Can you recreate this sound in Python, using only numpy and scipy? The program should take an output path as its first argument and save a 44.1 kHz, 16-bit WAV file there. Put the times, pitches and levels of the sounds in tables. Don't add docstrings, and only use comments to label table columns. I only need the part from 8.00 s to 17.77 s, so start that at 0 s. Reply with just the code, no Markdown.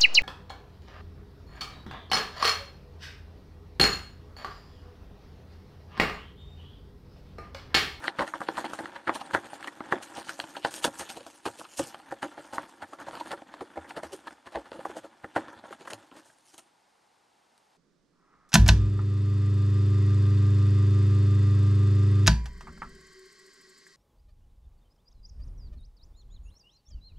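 import sys
import numpy as np
from scipy import signal
from scipy.fft import rfft, irfft, next_fast_len
from scipy.io import wavfile
from scipy.ndimage import uniform_filter1d

SR = 44100
rng = np.random.default_rng(int(sys.argv[2]) if len(sys.argv) > 2 else 0)


def output_pcm(signal):
    pcm = np.clip(np.atleast_2d(signal).T, -1, 1) * 32767
    wavfile.write(sys.argv[1], SR, np.round(pcm).astype(np.int16))


def attenuation_scalar(level_db):
    decades = np.asarray(level_db, float) / 20
    return 10 ** decades


N = 430853
CATCH_LEAD_S = 0.03
STRAIN_DB = -14.5
SNAP_CROWD = 0.25

# (time [s], knock peak [dB], pitch [Hz],
# coarse fibre crack re knock [dB], fine fibre crack re knock [dB])
SNAP_EVENTS = [(0.0817, -6.5, 1870, -6, -33), (0.1874, -20, 1510, -13, -22),
               (0.1929, -10.5, 1940, -7.5, -18), (0.1994, -18, 496, -13.5, -22),
               (0.206, -21, 1280, -18, -28), (0.2088, -11, 1210, -16, -22), (0.3386, -14, 1180, -39, -21),
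               (0.406, -22, 1250, -13, -5), (0.4171, -14.5, 900, -30, -18.5),
               (0.489, -8.5, 860, -11.5, -42), (0.572, -21.5, 1330, -5, -6.5),
               (0.5801, -14.5, 950, -18, -11), (0.586, -19, 950, -13, -7), (0.735, -18, 1180, -11, -2.5),
               (0.7907, -19.5, 880, -11, -8.5), (0.858, -19.5, 1630, -12, -31),
               (1.0796, -13, 1400, -14, -31.5), (1.0812, -21, 1490, -20, -34),
               (1.0888, -15.5, 1090, -25, -33), (1.095, -5, 1190, -35, -47), (1.31, -23.5, 1420, -27, -33),
               (1.343, -18.5, 1500, -10, -20), (1.3497, -3, 1470, -29, -36), (1.3549, -14, 796, -21.5, -25),
               (1.3584, -19.5, 910, -21.5, -25), (1.367, -23.5, 1400, -19.5, -22),
               (1.533, -24, 797, -22, -5), (1.628, -25.5, 1870, -8, -9), (1.645, -23, 1100, -3, -22),
               (1.675, -25.5, 1035, -3.5, -0.5), (1.807, -19.5, 1210, -14, -47.5),
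               (1.9255, -2.5, 1386, -26, -32), (1.93, -16, 1420, -17, -23), (1.9348, -15.5, 423, -30, -26),
               (2.2869, -27.5, 1700, -4, -8), (2.294, -17, 1580, -5.5, -1), (2.393, -22, 730, -16, -1.5),
               (2.441, -25, 840, -4.5, -12), (2.569, -22, 820, -0.5, -12), (2.65, -5, 1420, -10, -21),
               (2.655, -25.5, 910, -22, -27), (2.745, -40, 1700, 6.5, 15), (2.8471, -11.5, 990, -15, -13),
               (2.8539, -12.5, 640, -20, -26), (3.266, -30.5, 760, -2, 5.5), (3.4557, -18, 803, -9, -3),
               (3.4623, -19, 363, -7, 1), (3.4748, -21.5, 402, -22, -20), (3.797, -12.5, 290, -19, -15),
               (3.946, -22, 1340, -8, -18), (4.1234, -20, 795, -21, -17), (4.2295, -17.5, 1380, -15, -7),
               (4.241, -26, 1280, -17, -18), (4.379, -27.5, 860, -17, -13.5),
               (4.535, -24.5, 870, -22, -1.5), (4.5827, -10, 1220, -32, -23.5),
               (4.9341, -24.5, 1220, -15, -8), (5.001, -28, 1310, -28, -2), (5.085, -20, 716, -16, -13.5),
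               (5.202, -32, 960, 3.5, -10), (5.273, -30.5, 925, -6, 0.5), (5.317, -23, 1380, -1, -1.5),
               (5.422, -32.5, 850, -12, -42), (5.541, -25.5, 880, -9.5, -19), (5.61, -25, 810, -8, -9.5),
               (5.894, -41, 1580, 2, 8), (5.908, -25, 1720, -9, -28), (5.966, -41, 1390, -1, -17),
               (6.035, -19, 617, -12, -6.5), (6.271, -28, 925, -27, -3.5), (6.719, -26.5, 510, -14, -33),
               (6.8521, -26, 1400, -20, -24), (6.8556, -14, 780, -33, -16.5),
               (6.901, -27.5, 533, -30, -19.5), (7.245, -20, 760, -30, -24), (7.3632, -8, 900, -17, -22),
               (7.3669, -10.5, 700, -25, -22), (7.3766, -26, 603, -23, -32), (7.3811, -19, 595, -20, -34),
               (7.484, -28, 980, -8, -17), (7.64, -32.5, 626, -32, -32), (7.709, -31, 450, -10, -8),
               (7.728, -24.5, 1150, -16, -12.5), (7.907, -41, 1310, 12, 0), (8.116, -44, 620, 5, -36)]
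# (time [s], knock peak [dB], pitch [Hz],
# coarse fibre crack re knock [dB], fine fibre crack re knock [dB])
RIP_EVENTS = [(0.043, -22.5, 1420, -8, -6.5), (0.219, -15, 1060, -16, -16),
              (0.223, -17.5, 1120, -12, -10.5), (0.278, -25, 1930, -1.5, 0.5), (0.502, -44, 507, -20, -44),
              (0.657, -31, 1000, 5, -24), (0.665, -31.5, 890, 1, -23), (0.808, -25, 760, -21, -1.5),
              (0.963, -23, 1420, -8.5, -20), (1.02, -55, 1200, -8, -21), (1.1034, -31, 1110, -25, -34),
              (1.153, -32.5, 560, 6, 12.5), (1.161, -21.5, 940, -4.5, -22), (1.214, -23.5, 940, -6.5, -11),
              (1.385, -38, 330, -27, -60.5), (1.683, -21.5, 1820, -34.5, -43), (2.032, -35, 1610, 1, 13.5),
              (2.173, -28, 830, -8, -1), (2.184, -26, 645, -19, -15), (2.557, -28, 1550, -37, -20),
              (2.661, -21, 785, -22, -9), (2.763, -38.5, 655, -9, 24), (2.879, -18, 603, -32, -20),
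              (2.997, -30, 876, -3, 20.5), (3.012, -26.5, 560, 2, 5), (3.102, -28, 716, 6, 10.5),
              (3.173, -27, 560, -3, 3), (3.211, -35, 540, 1, -12), (3.465, -34, 425, -2, -3),
              (3.486, -25, 860, -28, -3), (3.596, -34, 560, 2, 11), (3.614, -25.5, 970, -51.5, -51),
              (3.653, -33, 1220, -1.5, -24), (3.781, -46, 690, 16, 35), (3.794, -26, 1110, -5, 16.5),
              (3.873, -37, 470, -13, 17), (4.001, -37, 890, -4, -21), (4.394, -33, 500, -8, -12),
              (4.558, -34, 710, -8, 6), (4.694, -39, 960, -11, 7), (4.827, -25.5, 790, -10.5, -9),
              (5.144, -32, 690, -19, -14), (5.175, -28, 850, -7, -21), (5.211, -21, 920, -16, -19),
              (5.333, -21, 796, -19.5, -18), (5.622, -25.5, 456, -21, -12), (5.777, -21.5, 750, -15.5, -17),
              (5.911, -31, 876, -3, -36), (5.976, -24.5, 605, -6, -6), (6.136, -26.5, 447, -8.5, 2),
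              (6.282, -24, 1380, -6.5, -42), (6.472, -28, 1010, -10, -9), (6.559, -18, 645, -11, -14.5),
              (6.576, -24, 493, -16, -23), (6.795, -26.5, 560, -12, -19), (6.97, -23.5, 560, -12.5, -1.5),
              (7.049, -31, 645, -13.5, -10), (7.531, -32.5, 1360, -23, -6), (7.656, -33, 920, -12, -32),
              (7.813, -35.5, 430, -4, -0.5), (7.88, -38.5, 1100, -6, 2), (7.928, -29, 573, -16, -31),
              (7.937, -26.5, 590, -10, -31), (8.171, -64, 1030, -10, -5), (8.302, -44, 1490, -20, -33),
              (8.542, -47.5, 710, 0, 7), (8.591, -41.5, 774, -4, -11)]
# (frequency [Hz], gain [dB])
DULL_KNOCK = [(2050, -7), (2600, -14), (5000, -17)]


def evened(x):
    return x / np.sqrt(np.mean(x ** 2) + 1e-20)


def read(points, hz):
    f, value = np.transpose(points)
    return np.interp(np.log(hz + 1), np.log(f + 1), value)


def add(mix, start_s, sound):
    part = mix[max(round(start_s * SR), 0):][:len(sound)]
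    part += sound[:len(part)]


def colour(x, points):
    size = next_fast_len(x.shape[-1])
    gain = attenuation_scalar(read(points, np.fft.rfftfreq(size, 1 / SR)))
    return irfft(rfft(x, size) * gain, size)[..., :x.shape[-1]]


def crackle(count, per_s, spread_db):
    hit, sign, size = rng.random((count, 3)).T
    level_db = spread_db * np.minimum(-np.log(size + 1e-9), 4)
    return (hit < per_s / SR) * np.sign(sign - 0.5) * attenuation_scalar(level_db)


def claws():
    return snaps() + settling() + rips() + ticks() + rakes() + pulls()


def snaps():
    out = np.zeros(N)
    for s, peak_db, hz, rasp_db, hiss_db in SNAP_EVENTS:
        snap = catch(peak_db, hz, rasp_db, hiss_db, 1.6, tear_ms(hiss_db), STRAIN_DB, SNAP_CROWD)
        add(out, s - CATCH_LEAD_S - 0.7 / hz, snap)
    return out


def settling():
    delay_s, level_db, pitch_ratio = 0.011, -22, 0.5
    out = np.zeros(N)
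    for s, peak_db, hz, rasp_db, hiss_db in SNAP_EVENTS:
        knock = catch(peak_db + level_db, hz * pitch_ratio, rasp_db, hiss_db, build_ms=5, tear_ms=18)
        add(out, s - CATCH_LEAD_S + delay_s, knock)
    return out


def rips():
    out = np.zeros(N)
    for s, peak_db, hz, rasp_db, hiss_db in RIP_EVENTS:
        rip = catch(peak_db, hz, rasp_db, hiss_db, 8.2, tear_ms(hiss_db), STRAIN_DB, crowd=0.45)
        add(out, s - CATCH_LEAD_S - 0.7 / hz, rip)
    return out


def ticks():
    # (time [s], knock peak [dB], pitch [Hz], coarse crack re knock [dB], fine crack re knock [dB])
    tick_events = [(2.03, -40, 1500, 3, 6), (2.229, -41.5, 1490, 10, 1.5), (2.401, -19.5, 1720, 6.5, -13),
                   (2.741, -29, 1700, 9, 18), (2.998, -34, 900, 5, 9), (3.7945, -31, 1200, 2.5, 6),
                   (6.718, -37, 1700, 7, -8), (2.8436, -12.5, 1320, 7, 4), (2.8487, -19, 1400, 8, 4),
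                   (5.111, -30, 1290, -5, -13), (5.154, -32, 1500, 5, -12), (7.934, -30, 927, 11, 13.5),
                   (8.4608, -55, 910, -10, 12), (8.544, -41, 784, 2, 10), (8.58, -49, 900, 4.5, 6.4),
                   (9.579, -55, 1500, 8.5, 18)]
    out = np.zeros(N)
    for s, *crack in tick_events:
        add(out, s - CATCH_LEAD_S, catch(*crack, build_ms=0.5, tear_ms=1.5, crowd=SNAP_CROWD))
    return out


def rakes():
    # (start [s], length [s], knock level [dB], pitch [Hz],
    # coarse fibre crack re knock [dB], fine fibre crack re knock [dB])
    rake_events = [(0.185, 0.055, -34, 700, -15, -26), (0.552, 0.07, -46, 1100, -18, -37),
                   (0.641, 0.028, -40.5, 1220, -21, -19), (1.08, 0.024, -38, 1330, -21, -32),
                   (1.35, 0.027, -40, 1400, -20, -17), (1.925, 0.017, -45, 1200, -47, -22),
                   (2.706, 0.11, -49.5, 1300, -3, 7.5), (2.845, 0.034, -35, 596, -10.5, -7),
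                   (2.995, 0.039, -45.5, 1200, -24, -5), (3.455, 0.028, -40.5, 380, -8.5, -16),
                   (3.792, 0.046, -43.5, 330, -18, -8), (4.229, 0.035, -40.5, 340, -19, -39),
                   (4.522, 0.073, -42, 1000, -13, -16), (4.82, 0.026, -49, 1180, -31, -21),
                   (4.985, 0.024, -55.5, 1100, -15, -25), (5.008, 0.025, -52, 850, -16, -15),
                   (5.066, 0.028, -49.5, 1000, -17, -24), (5.13, .06, -44.5, 1100, -16.5, -24),
                   (5.256, 0.027, -55, 900, -13, -23), (5.306, 0.041, -42.5, 900, -23, -24),
                   (5.755, .045, -53.5, 890, -19, -17), (5.843, 0.026, -57, 1000, -29, -16),
                   (6.52, 0.033, -58, 800, -10, -11), (6.581, 0.037, -52.5, 600, -16, -18),
                   (6.654, 0.026, -59.5, 1300, -12, -20), (6.728, 0.047, -47.5, 600, -15, -19.5),
                   (6.8, 0.019, -55.5, 500, -17, -24), (4.372, 0.058, -50.5, 600, -16, -24),
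                   (4.31, 0.044, -58, 1400, -10, -18), (5.962, 0.043, -45, 1190, -28, -17),
                   (6.029, 0.045, -48, 1300, -28, -10), (7.365, 0.018, -38.5, 396, -23, -24.5),
                   (7.85, .014, -62, 800, -11, -15), (7.871, 0.0091, -54, 1100, -19.5, -17),
                   (7.9, 0.023, -52.5, 1300, -13, -2), (7.921, 0.045, -53.5, 700, -18, -30),
                   (8.114, 0.047, -55.5, 350, -17, -28), (8.151, 0.014, -67.5, 900, -12, -13),
                   (8.162, 0.044, -55.5, 1300, -10, -6.5), (8.251, 0.09, -64, 1400, -16, 5.5),
                   (8.578, 0.019, -69, 910, 2, 12)]
    out = np.zeros(N)
    for s, *settings in rake_events:
        add(out, s, stroke(*settings, change_db=-11.5))
    return out


def pulls():
    # (start [s], length [s], knock level [dB], pitch [Hz],
    # coarse fibre crack re knock [dB], fine fibre crack re knock [dB])
    pull_events = [(1.066, .012, -43.5, 1200, -20.5, -27), (1.331, 0.017, -38.5, 1300, -12.5, -16),
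                   (1.906, 0.019, -39.5, 1100, -17, -20.5), (2.822, 0.028, -44, 900, 1, 8.5),
                   (3.778, 0.019, -49.5, 700, -7, -9.5), (4.107, 0.018, -50, 1200, -23, -15),
                   (4.217, 0.014, -47, 1300, -9.5, -13), (7.233, .011, -58.5, 890, -16, -26),
                   (4.912, 0.022, -57, 900, -15, -20), (7.349, 0.016, -44.5, 1300, -33, -17)]
    out = np.zeros(N)
    for s, *settings in pull_events:
        add(out, s, stroke(*settings, change_db=20.5))
    return out


def catch(peak_db, hz, rasp_db, hiss_db, build_ms, tear_ms, strain_db=-60, crowd=0.6):
    count, lead = 4096, round(CATCH_LEAD_S * SR)
    flick_decay_cycles, ring_db, strain_ms = 0.59, -1, 14
    t = (np.arange(count) - lead) / SR
    before_ms, after_ms = np.minimum(t, 0) * 1000, np.maximum(t, 0) * 1000
    rise = np.exp(before_ms / np.clip(build_ms, 0.5, 12))
    fade = np.exp(-after_ms / np.clip(tear_ms, 1, 20))
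    clicks = crowd * np.clip(0.9 * crackle(count, 1500, spread_db=0.5), -1, 1) * rise * fade
    clicks[lead] = 1

    cycles = np.arange(600) / SR * hz
    flick = cycles * np.exp(-cycles / flick_decay_cycles) * np.sin(2 * np.pi * cycles)
    cell = signal.fftconvolve(clicks, flick / np.linalg.norm(flick))[:count]
    board = signal.fftconvolve(clicks, ring(hz))[:count]
    knock = cell + attenuation_scalar(ring_db) * board

    strain = attenuation_scalar(strain_db) * np.exp(before_ms / strain_ms)
    loose = 0.2 * crackle(count, 7900, spread_db=6.0)
    loose = loose * np.maximum(rise, strain) * fade ** 2.08
    parts = (colour(knock, DULL_KNOCK), *split(clicks + loose))
    return sum(attenuation_scalar(peak_db + db) * part / abs(part).max() for db, part in zip((0, rasp_db, hiss_db), parts))


def tear_ms(hiss_db):
    return 0.9 + 10.7 / (1 + 0.5 * np.exp((-17 - hiss_db) / 6.5))


def ring(near_hz, reach=0.92, crowd=0.046, body=0.79):
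    # (frequency [Hz], level [dB], T60 [s])
    board_modes = [(110, -27, 0.16), (185, -26, 0.03), (274.6, -7.5, 0.05), (324.8, -4.5, 0.068),
                   (560, -6, 0.049), (673, -5.5, 0.025), (865, 2, 0.024), (980, 4, 0.0092),
                   (1220, -4.5, 0.028), (1420, 1.5, 0.022), (1717, 9.5, 0.0097), (1820, 12.5, 0.0023),
                   (2125, -0.5, 0.009), (3392, -6, 0.025), (4170, -27, 0.0028)]
    hz, db, t60 = np.repeat(board_modes, repeats=6, axis=0).T[:, :, None]
    t = np.arange(2560) / SR
    shift, spot = rng.standard_normal((2, len(hz), 1))
    nearness = np.exp(-(np.log(hz / near_hz) / reach) ** 2)
    weight = np.tanh(2 * spot) * (body * (hz < near_hz) + nearness)
    modes = weight * attenuation_scalar(db - 60 * t / t60) * np.sin(2 * np.pi * hz * (1 + crowd * shift) * t)
    total = modes.sum(0)
    return total / np.linalg.norm(total)


def stroke(length_s, level_db, hz, rasp_db, hiss_db, change_db):
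    count, snags_per_s, edge_s = 4096, 1200, 0.0022
    t = np.arange(count) / SR
    onset = np.clip(t / edge_s, 0, 1)
    release = np.exp(-np.maximum(t - length_s, 0) / edge_s)
    shape = onset * release * attenuation_scalar(change_db * np.minimum(t / length_s, 1))
    snags = [shape * crackle(count, snags_per_s / 3, spread_db=2.5) for spot in range(3)]
    knock = sum(signal.fftconvolve(run, ring(hz, reach=1.3, body=0.66))[:count] for run in snags)
    loose = 0.54 * shape * crackle(count, 4300, spread_db=3.0)
    parts = (colour(knock, DULL_KNOCK), *split(sum(snags) + loose))
    hold = np.sqrt(count / (length_s * SR))
    return sum(attenuation_scalar(level_db + db) * hold * evened(part) for db, part in zip((0, rasp_db, hiss_db), parts))


def split(x):
    # (frequency [Hz], level [dB per Hz])
    fibre_spectrum = [(1470, -11.5), (2500, 3), (3000, 6), (3620, -0.5), (5380, 5), (6680, 7.5), (7240, 6),
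                      (9800, 8), (12700, -58.5), (21600, -120)]
    coarse_hz = 5020
    fibres = colour(x, fibre_spectrum[:-2])
    rasp = colour(fibres, [(coarse_hz / 1.15, 0), (coarse_hz * 1.2, -30)])
    return rasp, fibres - rasp


def drag():
    rumble_db, rasp_db, hiss_db = effort()
    clumps_db = 2.7 * evened(uniform_filter1d(rng.standard_normal(N), 1500))
    slips = np.zeros(N)
    for hz in np.geomspace(250, 1800, 8):
        slips += signal.oaconvolve(crackle(N, 120, spread_db=3.0), ring(hz, reach=8.8))[:N]
    rasp, hiss = split(patchy(crackle(N, 2200, spread_db=3.8), patchy_db=3.5))
    fibres = attenuation_scalar(rasp_db) * evened(rasp) + attenuation_scalar(hiss_db) * evened(hiss)
    return attenuation_scalar(clumps_db) * (attenuation_scalar(rumble_db) * evened(slips) + fibres)


def effort():
    # (time [s], board rumble [dB], fine fibre hiss [dB])
    drag_levels = [(0.0, -40, -46.5), (0.09, -49.5, -61.5), (0.72, -41.5, -50), (0.92, -47.5, -63),
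                   (1.5, -43, -50.5), (1.74, -53, -63), (1.94, -48.5, -63.5), (2.15, -45.5, -49.5),
                   (2.4, -50.5, -51), (3.0, -47.5, -50), (3.3, -57, -57.5), (3.78, -58.5, -51.5),
                   (3.97, -53, -61.5), (4.46, -51, -58.5), (4.87, -57, -64.5), (5.05, -48, -62),
                   (5.19, -48, -49.5), (5.38, -50.5, -62.5), (5.67, -52, -70), (6.03, -50, -59.5),
                   (6.42, -59.5, -76), (6.9, -47.5, -53), (7.05, -55, -80), (7.25, -60, -66),
                   (7.51, -49, -67), (7.98, -56, -63), (8.08, -58, -62), (8.38, -68.5, -63.5),
                   (8.5, -69, -55), (8.7, -71, -76)]
    firmness = 0.9
    rasp_db, rumble_share = -6.5, 0.3
    t = np.arange(0, N + 64, 64) / SR
    s, *columns = np.transpose(drag_levels)
    at, peak_db, _, _, fine_db = np.transpose(SNAP_EVENTS + RIP_EVENTS)[:, :, None]
    starts_db, skids_db, t60s = (peak_db, peak_db + fine_db), (-33.5, -24), (0.54, 0.22)
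    levels = []
    for column, start_db, skid_db, t60 in zip(columns, starts_db, skids_db, t60s):
        decay_db = -60 * np.maximum(t - at, 0) / t60
        skids = (t > at) * attenuation_scalar(skid_db + firmness * start_db + decay_db)
        power = attenuation_scalar(np.interp(t, s, column, right=-200)) ** 2 + (skids ** 2).sum(0)
        levels.append(np.interp(np.arange(N) / SR, t, 10 * np.log10(power)))
    rumble, hiss = levels
    return rumble, rasp_db + rumble_share * rumble + (1 - rumble_share) * hiss, hiss


def patchy(x, patchy_db):
    z = signal.stft(x, nperseg=256)[2]
    patches = uniform_filter1d(uniform_filter1d(rng.standard_normal(z.shape), 6, 0), 10, 1)
    return signal.istft(z * attenuation_scalar(patchy_db * evened(patches)), nperseg=256)[1][:len(x)]


def thumps():
    # (time [s], envelope peak [dB], pitch [Hz])
    thump_events = [(0.185, -54, 102), (1.076, -47, 100), (1.344, -46, 110), (1.922, -49, 110),
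                    (3.452, -49, 95), (4.82, -53, 94), (5.77, -47, 83), (6.04, -53, 80), (6.549, -47, 59),
                    (6.88, -56, 90), (6.98, -56, 110), (7.56, -56, 100), (7.93, -49, 107)]
    rise_s = 0.016
    out, t = np.zeros(N), np.arange(6000) / SR
    for s, peak_db, hz in thump_events:
        u = t / rise_s
        add(out, s, attenuation_scalar(peak_db) * u * np.exp(1 - u) * np.sin(2 * np.pi * hz * t))
    return out


def tail(t60_points, first_s):
    hz, t, z = signal.stft(rng.standard_normal(SR // 2), SR, nperseg=128)
    decay = attenuation_scalar(-60 * t / read(t60_points, hz)[:, None])
    out = signal.istft(z * decay, SR, nperseg=128)[1]
    out = out * (np.arange(len(out)) > first_s * SR)
    return out / np.linalg.norm(out)


def hum():
    # (frequency [Hz], level [dB per Hz])
    hum_spectrum = [(18, -49.5), (30, -24), (214, -7), (638, -7.5), (833, 0), (1060, -7.5), (2200, -12.5),
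                    (2420, -14), (5020, -15.5), (5810, -18), (6710, -19.5), (9200, -21.5), (9900, -18.5),
                    (12900, -45), (21800, -120)]
    # (frequency [Hz], level [dB])
    hum_spread = [(60, -11), (110, -15), (200, -26.5), (380, -3.5), (700, -3), (1290, -2.5), (2380, -16.5),
                  (4400, -24), (8120, -13.5), (15000, -17.5)]
    level_db = -63.5
    mid, side = colour(rng.standard_normal((2, N)), hum_spectrum[:-2])
    return attenuation_scalar(level_db) * evened(mid + colour(side, hum_spread) * [[1], [-1]])


def scene():
    # (frequency [Hz], gain [dB])
    thin_bass = [(25, -28.5), (60, -9), (130, -2.5), (230, -1.5)]
    # (frequency [Hz], T60 [s])
    room_decay = [(150, 0.18), (700, 0.038), (2500, 0.04), (8000, 0.081)]
    # (frequency [Hz], gain [dB])
    room_gain = [(350, -17), (900, -7.5)]
    # (frequency [Hz], T60 [s])
    near_decay = [(300, 0.033), (3000, 0.086)]
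    # (frequency [Hz], level [dB])
    board_spread = [(60, -28.5), (125, -25), (250, -28), (500, -22.5), (1100, -16.5), (2380, -30.5),
                    (4400, -22), (8120, -23.5), (13000, -12)]
    board = colour(claws() + drag(), thin_bass) + thumps()
    back = signal.fftconvolve(board, tail(room_decay, first_s=0.00653))[:N]
    across = signal.fftconvolve(board, tail(near_decay, first_s=0.0002))[:N]
    side = colour(across, board_spread) * [[1], [-1]]
    return board + colour(back, room_gain) + side + hum()


def band_limit(x):
    return signal.sosfilt(signal.butter(12, 15790, fs=SR, output="sos"), x)


def record(dry):
    # (frequency [Hz], gain [dB])
    treble_gain = [(9900, -2.5), (10100, -21), (11050, -42), (11200, -11), (12000, -10), (12150, -24.5),
                   (14500, -25.5), (14700, -28.5), (16000, -36)]
    mix = colour(dry, treble_gain)
    return band_limit(mix)


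dry = scene()
out = record(dry)
output_pcm(out)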